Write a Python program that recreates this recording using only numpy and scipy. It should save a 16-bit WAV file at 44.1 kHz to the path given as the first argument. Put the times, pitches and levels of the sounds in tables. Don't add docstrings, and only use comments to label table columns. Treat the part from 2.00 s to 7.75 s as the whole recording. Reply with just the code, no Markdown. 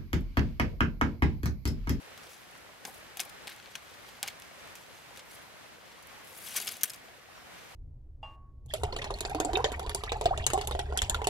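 import sys
import numpy as np
from scipy import signal
from scipy.fft import rfft, irfft
from scipy.io import wavfile
from scipy.ndimage import uniform_filter1d

SR = 44100
rng = np.random.default_rng(int(sys.argv[2]) if len(sys.argv) > 2 else 0)


def volts_from_decibels(level):
    exponent = np.asarray(level, float) / 20
    return 10 ** exponent


def generate_wav(signal):
    frames = np.transpose(np.atleast_2d(signal))
    scaled = np.clip(frames, -1, 1) * 32767
    pcm = np.round(scaled).astype(np.int16)
    wavfile.write(sys.argv[1], SR, pcm)


N = 253575

# t/s, level/dB, place of contact (0 thick end, 2 thin end; may lie beyond),
# chatter t60/s, hard first contact relative to the chatter/dB
TAPS = [(0.1765, -48.5, 0.78, 0.061, 12), (0.2324, -47.0, 0.74, 0.04, 1), (0.269, -47.4, 0.6, 0.025, -2),
        (0.5108, -61, 2.3, 0.05, 13), (0.5759, -56.2, 1.78, 0.022, 5), (0.8511, -35.5, 0.9, 0.022, 8.5),
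        (0.8525, -36.8, 0.2, 0.017, -10), (0.8726, -48.5, 1, 0.045, 3), (0.941, -46.5, 1.7, 0.03, 0),
        (0.9792, -54.3, 1.65, 0.03, 0), (1.1713, -36.6, 1.23, 0.05, 9.5), (1.195, -29, 0.34, 0.027, 2),
        (1.2015, -27.5, 1.1, 0.032, 12), (1.21, -33.5, 1.1, 0.035, -1.5), (1.2334, -46.7, 0.82, 0.03, 13),
        (1.25, -46.5, 2, 0.04, 4), (1.2746, -49, 0, 0.022, 3), (1.2941, -42, 1.1, 0.03, 1),
        (1.472, -36, 0.38, 0.03, 9), (1.4775, -33, 0.57, 0.0215, 4.5), (1.4916, -40, 0.2, 0.03, -0.5),
        (1.498, -49, 1.67, 0.04, 9), (1.5275, -52.5, 1.4, 0.06, 6), (1.5626, -55.5, 0.81, 0.02, 17),
        (1.5994, -53.0, 0.15, 0.02, 13), (1.659, -48.5, -0.3, 0.041, 11), (1.7533, -34, 0.6856, 0.045, 4.5),
        (2.229, -24, 0.97, 0.012, 10), (2.234, -34.0, 0.31, 0.04, -3), (2.2611, -42.5, 0.58, 0.027, 5),
        (2.2726, -45.0, 0.5, 0.04, 11.5), (2.2766, -29, 0.96, 0.03, 2.5), (2.283, -35, 0.3, 0.02, 8),
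        (2.287, -48, 0, 0.0163, 10), (2.399, -49.3, 1.2, 0.02, 12), (2.4208, -47, 0.86, 0.04, 11.5),
        (2.6738, -57, 1, 0.05, 4), (2.7537, -41.5, 1.06, 0.043, 3), (3.161, -49, 0.7, 0.024, 11.5),
        (3.1734, -43, 0.8, 0.05, 11), (3.193, -40.5, 0.46, 0.037, 4.5), (4.0259, -54.5, 1.3, 0.042, 10),
        (4.0706, -48, 2.04, 0.0218, 5), (4.1287, -60.5, 1.15, 0.035, 11), (4.375, -42, 2.2, 0.07, 0),
        (4.4752, -47.2, 0, 0.04, 3), (4.494, -41.5, 0.2, 0.043, 4), (4.5561, -31, 0.4, 0.03, 1),
        (4.562, -24.5, 1.3, 0.0635, -2), (4.566, -31.6, 2, 0.035, -8), (4.573, -31.9, 1, 0.034, 1),
        (4.5794, -37.5, 0.3, 0.032, 13), (4.601, -34.5, 1, 0.039, 12), (4.6127, -33.5, 1.76, 0.05, -1),
        (4.6204, -36.9, 1.86, 0.02, 3), (4.625, -40, 1.5, 0.017, 7), (4.6483, -39.9, 1.87, 0.02, 10),
        (4.6593, -46, 2, 0.04, 15.5), (4.671, -34.5, 1.19, 0.078, 10), (4.6762, -30.5, 1, 0.028, 6),
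        (4.6878, -35, 1.1, 0.036, 11), (4.713, -37.1, 2.5, 0.065, 4), (4.72, -38, 1.67, 0.04, 3),
        (4.7683, -43.5, 1.5, 0.03, 12), (4.8102, -47.7, 0.7, 0.02, 16), (4.813, -38.5, 0.9, 0.028, 2),
        (4.8331, -22, 1.59, 0.017, 13.5), (4.8356, -17.5, 1.3, 0.019, 2), (4.8397, -27.5, 0.9, 0.013, 5),
        (4.8442, -30.8, 1.5, 0.017, 4), (4.855, -36, 1.94, 0.025, 6), (4.8974, -40, 1.3, 0.035, 12),
        (4.9018, -38.3, 1, 0.028, 10), (4.915, -46.6, 1.97, 0.04, 2), (4.9347, -41, 1.02, 0.041, 8),
        (4.942, -46, 1, 0.045, 2), (4.9591, -50.0, 1.76, 0.022, 1), (5.084, -44.5, -0.84, 0.02, -2)]


def rms_one(x):
    return x / np.sqrt(np.mean(x ** 2) + 1e-20)


def at_hz(points, hz):
    points_hz, values = np.transpose(points)
    return np.interp(np.log(hz), np.log(points_hz), values)


def drift(rate_hz):
    step = 40
    r = np.exp(-2 * np.pi * rate_hz * step / SR)
    noise = rng.standard_normal(N // step + 2002)
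    slow = signal.lfilter([1], [1, -2 * r, r * r], noise)[2000:]
    return np.interp(np.arange(N) / step, np.arange(len(slow)), rms_one(slow))


def ring(clicks, hz, t60):
    r, w = volts_from_decibels(-60 / (t60 * SR)), 2 * np.pi * hz / SR
    return signal.lfilter([0, np.sin(w)], [1, -2 * r * np.cos(w), r * r], clicks + 1e-18)


def grains(per_s, spread_db):
    sizes = volts_from_decibels(spread_db * np.minimum(rng.exponential(1, N), 5)) * rng.choice([-1, 1], N)
    return rms_one(sizes * (rng.random(N) < per_s / SR))


def coloured(x, spectrum):
    hz = np.maximum(np.fft.rfftfreq(N, 1 / SR), 1)
    return rms_one(irfft(rfft(x) * volts_from_decibels(at_hz(spectrum, hz)), N))


def both_sides(pan_db):
    return volts_from_decibels([pan_db / 2, -pan_db / 2])


def air():
    # f/Hz, level/dB
    hiss_spectrum = [(15, -58), (25, -32), (48, -10), (97, -6), (154, -5.5), (226, -6), (245, -6.5),
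                     (524, -6), (687, -6.5), (787, -5.5), (854, -7), (1880, -6.5), (12600, -25),
                     (15200, -26), (16500, -50)]
    # f/Hz, correlation
    likeness = [(60, 0.73), (130, -0.038), (290, -0.378), (640, 0.044), (1410, 0.087), (3100, 0.4),
                (6820, 0.257), (15000, 0.018)]
    # f/Hz, left over right level/dB
    leaning = [(60, 2.5), (240, 1), (950, 1.5), (3770, -1.5), (15000, 0)]
    hz = np.maximum(np.fft.rfftfreq(N, 1 / SR), 1)
    alike = np.clip(at_hz(likeness, hz), -1, 1)
    mid, side = rfft(rng.standard_normal((2, N)))
    pair = np.sqrt(1 + alike) * mid + np.sqrt(1 - alike) * side * [[1], [-1]]
    white = irfft(both_sides(at_hz(leaning, hz)) * pair, N)
    level_db = -52 + 1.26 * drift(3.85)
    return volts_from_decibels(level_db) * coloured(white, hiss_spectrum)


def water():
    level_db, bubbles_per_s = -61.5, 150
    low_hz, high_hz, cycles, rise = 450, 2800, 12.5, 0.12
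    out, t = np.zeros((2, N + 4096)), np.arange(4096) / SR
    for when, pitch, big, side in rng.random((int(bubbles_per_s * N / SR), 4)):
        hz = low_hz * (high_hz / low_hz) ** pitch
        age = t[:int(cycles / hz * SR)] * hz / cycles
        fade = volts_from_decibels(-40 * age) * (1 - np.exp(-age / 0.05))
        wave = np.sin(2 * np.pi * cycles * (age + rise * age ** 2)) * fade
        size = volts_from_decibels(-3.5 * np.log(1 - big * 0.96) + 3.0 * pitch)
        at = int(when * N)
        lag = int(side * 6)
        out[0, at + lag:at + lag + len(wave)] += size * wave * np.sqrt(1 - side)
        out[1, at:at + len(wave)] += size * wave * np.sqrt(side)
    return volts_from_decibels(level_db) * rms_one(out[:, :N])


def bird():
    start_s, length_s, level_db, fade_db_per_s = 5.36, 0.102, -61.5, 100
    start_hz, fall_hz_per_s = 5720, 6200
    age = np.arange(N) / SR - start_s
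    hz = start_hz - fall_hz_per_s * np.clip(age, 0, length_s) + 25 * drift(60)
    sings = volts_from_decibels(level_db - fade_db_per_s * age) * (age > 0) * (age < length_s)
    return uniform_filter1d(sings, size=900) * np.sin(2 * np.pi * np.cumsum(hz) / SR)


def walls(x):
    scatter_db, scatter_t60_s, delay_s = -10, 0.014, 0.002
    t = np.arange(N // 100) / SR
    tail = rng.standard_normal((2, len(t))) * volts_from_decibels(-60 * t / scatter_t60_s) * (t > delay_s)
    tail *= volts_from_decibels(scatter_db) / np.sqrt(np.sum(tail ** 2, axis=1, keepdims=True))
    return signal.fftconvolve(x, tail, axes=1)[:, :N]


def knocks(rub):
    # t/s, level/dB, hollow pitch f/Hz, thud over hollow level/dB
    ground_blows = [(0.85, -38, 784, -7), (0.861, -43, 910, -5), (0.877, -35.5, 845, -14),
                    (0.888, -40, 763, -23), (1.17, -41, 790, -20), (1.198, -39, 723, -19),
                    (1.472, -40, 820, -11), (1.753, -43.5, 906, -15), (2.231, -33.5, 792, -19),
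                    (2.241, -39, 794, -23), (2.262, -42, 930, -26), (2.277, -41.5, 800, -22),
                    (4.55, -37.5, 890, -24), (4.599, -45, 709, -17), (4.661, -43.5, 794, -7),
                    (4.679, -44.5, 665, -12)]
    # share of pitch, level/dB
    split_wall = [(1.01, 0.5), (1.17, -8.5), (0.874, -11)]
    # f/Hz, level/dB, t60/s
    turf_modes = [(242, -4, 0.062), (408, -1, 0.057)]
    knock_t60_s, rise_s = 0.034, 0.0014
    hollow = volts_from_decibels(-31.5) * ring(rub, 702.6, 0.0194)
    thump = volts_from_decibels(-40.5) * rub
    t = np.arange(N // 50) / SR
    for s, level_db, hz, thud_db in ground_blows:
        at = round(s * SR)
        fade = volts_from_decibels(level_db - 60 * t / knock_t60_s) * (1 - np.exp(-t / rise_s))
        tones = sum(volts_from_decibels(db) * np.sin(2 * np.pi * share * hz * t) for share, db in split_wall)
        hollow[at:at + len(t)] += fade * tones
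        thump[at] += volts_from_decibels(level_db + thud_db)
    turf = sum(volts_from_decibels(db) * ring(thump, hz, t60) for hz, db, t60 in turf_modes)
    return hollow + signal.sosfilt(signal.butter(2, [150, 600], "band", fs=SR, output="sos"), turf)


def by_place(db, place, middle_db):
    focus_db = 6
    centre_db, centre_width = 3, 0.15
    group = np.arange(3)
    centred_db = centre_db * np.exp(-((place - 1) / centre_width) ** 2)
    gain_db = db - focus_db * (group - place) ** 2 + (middle_db + centred_db) * (group == 1)
    return volts_from_decibels(gain_db)[:, None]


def pressure():
    # t/s of most pressure, level/dB, place (0 thick end, 2 thin end),
    # swell/s, fade/s (both for 60 dB)
    strokes = [(0.0, -63, 1.66, 0.109, 0.2), (0.2, -64.5, .9, .12, 1.0), (0.33, -57.5, 1.1, 0.58, 0.7),
               (0.87, -45.5, 1.56, .06, 0.18), (1.0, -63, 1.3, 1.0, 0.2), (1.22, -42.5, 0.82, 0.077, 0.1),
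               (1.52, -56.5, 0.47, .15, 1.5), (1.9, -59.5, 0.8, 0.71, .5), (2.09, -58, 0.77, 0.26, 0.9),
               (2.24, -46, .1, 0.037, 0.08), (2.282, -42, 1.2, .03, 0.02), (2.43, -67, 0.93, .3, 4),
               (3.18, -55, 0.65, .15, 0.04), (2.76, -63, 0.96, .08, 1.5), (2.965, -60.5, 0.87, .05, 0.31),
               (3.31, -59, 1.25, .15, 0.4), (3.35, -62.5, 1.5, .3, 0.3), (3.9, -61.5, 0.45, 1.4, 1.0),
               (4.27, -64, 1.9, .08, 0.5), (4.35, -56, 1.7, .4, 0.2), (4.44, -49, 1.7, 0.27, 0.36),
               (4.49, -46.5, 1.63, 0.46, 0.63), (4.53, -50.5, 0.38, 0.628, 0.8),
               (4.61, -45.5, .6, 0.13, 0.18), (4.57, -36.5, 1.13, 0.11, 0.32),
               (4.69, -43.5, 0.82, .1, 0.35), (4.74, -57, 1.3, .2, 0.6), (4.87, -59, 1.06, 0.112, 0.56),
               (5.6, -61, 0.76, 0.38, 6)]
    stir_db = -76.5
    middle_db = -4
    rattle_db, rattle_t60_s = -17, (0.19, 0.097, 0.15)
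    t, out = np.arange(N) / SR, np.full((3, N), volts_from_decibels(stir_db))
    for s, db, place, swell, fade in strokes:
        shape_db = -60 * np.maximum((s - t) / swell, (t - s) / fade)
        out += by_place(db, place, middle_db) * volts_from_decibels(shape_db)
    struck = np.zeros((3, N))
    for s, db, place, *contact in TAPS:
        struck[:, round(s * SR)] = by_place(db + rattle_db, place, middle_db)[:, 0] ** 2
    rattle = [signal.lfilter([1], [1, -volts_from_decibels(-120 / (t60 * SR))], power + 1e-18)
              for power, t60 in zip(struck, rattle_t60_s)]
    return np.sqrt(out ** 2 + rattle)


def sliding():
    fibres = np.array([grains(22000, 3.7) for group in range(3)])
    return fibres * pressure() * volts_from_decibels(2.23 * drift(56))


def taps():
    middle_db = -2
    t = np.arange(N // 50) / SR
    force, contacts = np.zeros((3, N)), grains(12000, 2.5)
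    kick = 4.57 * np.array([-0.25, 1, -0.05])
    for s, db, place, t60, snap_db in TAPS:
        at = round(s * SR)
        chatter = volts_from_decibels(-60 * t / max(t60, 0.003)) * (1 - np.exp(-t / 0.00033))
        touch = chatter * contacts[at:at + len(t)]
        touch[8:11] += volts_from_decibels(snap_db) * kick
        force[:, at:at + len(t)] += by_place(db, place, middle_db) * touch
    return force


def poles(force):
    # f/Hz, level/dB, t60/s
    pole_modes = [
        [(1240, -3.5, 0.008), (1644, -2.5, 0.012), (2203, 5, 0.0066), (3220, 14, 0.0017),
         (3960, -11.5, 0.00077), (4060, -6, 0.0036)],
        [(5230, 5, 0.002), (5520, 2, 0.0032), (6510, -1, 0.0038), (7050, 2, 0.0016)],
        [(8800, 7.5, 0.0013), (9920, 7, 0.0023), (11290, 8, 0.0015), (12670, 6, 0.0019), (16000, -18.5, 0.0035)],
    ]
    # lower f/Hz, upper f/Hz
    ring_edges_hz = [(1000, 5000), (4500, 8200), (7700, 15600)]
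    surface_share = 0.35
    out = 0
    for modes, drive, edges in zip(pole_modes, force, ring_edges_hz):
        strength = np.sqrt(sum(volts_from_decibels(2 * db) * t60 * SR / 27.6 for hz, db, t60 in modes))
        rings = sum((-1) ** k * ring(drive * volts_from_decibels(db + 2.0 * drift(69)), hz, t60)
                    for k, (hz, db, t60) in enumerate(modes))
        surface = surface_share * drive * np.sqrt(SR / 2 / (edges[1] - edges[0]))
        band = signal.butter(2, edges, "band", fs=SR, output="sos")
        out = out + signal.sosfilt(band, rings / strength + surface)
    return out


def scene():
    # t/s, left over right level/dB
    where = [(0, 2), (.9, 3.5), (1.2, 3.5), (1.5, 2), (1.75, 4), (2.25, 1), (3.2, 1.35), (4.3, 4),
             (4.6, 3.5), (4.9, 3), (5.75, 3)]
    left_lag = 3
    blows, rub = taps(), sliding()
    pan_db = np.interp(np.arange(N) / SR, *np.transpose(where))
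    near = (poles(blows + rub) + knocks(rub[0] + 0.45 * blows[0])) * both_sides(pan_db)
    left, right = water() + air()
    far = np.array([np.roll(left, left_lag), right])
    return near + walls(near) + far + bird()


def roll_off(x):
    return signal.sosfilt(signal.butter(12, 16980, fs=SR, output="sos"), x)


def record(dry):
    dulled = signal.sosfilt(signal.butter(14, 15700, fs=SR, output="sos"), dry)
    return roll_off(dulled)


dry = scene()
out = record(dry)
generate_wav(out)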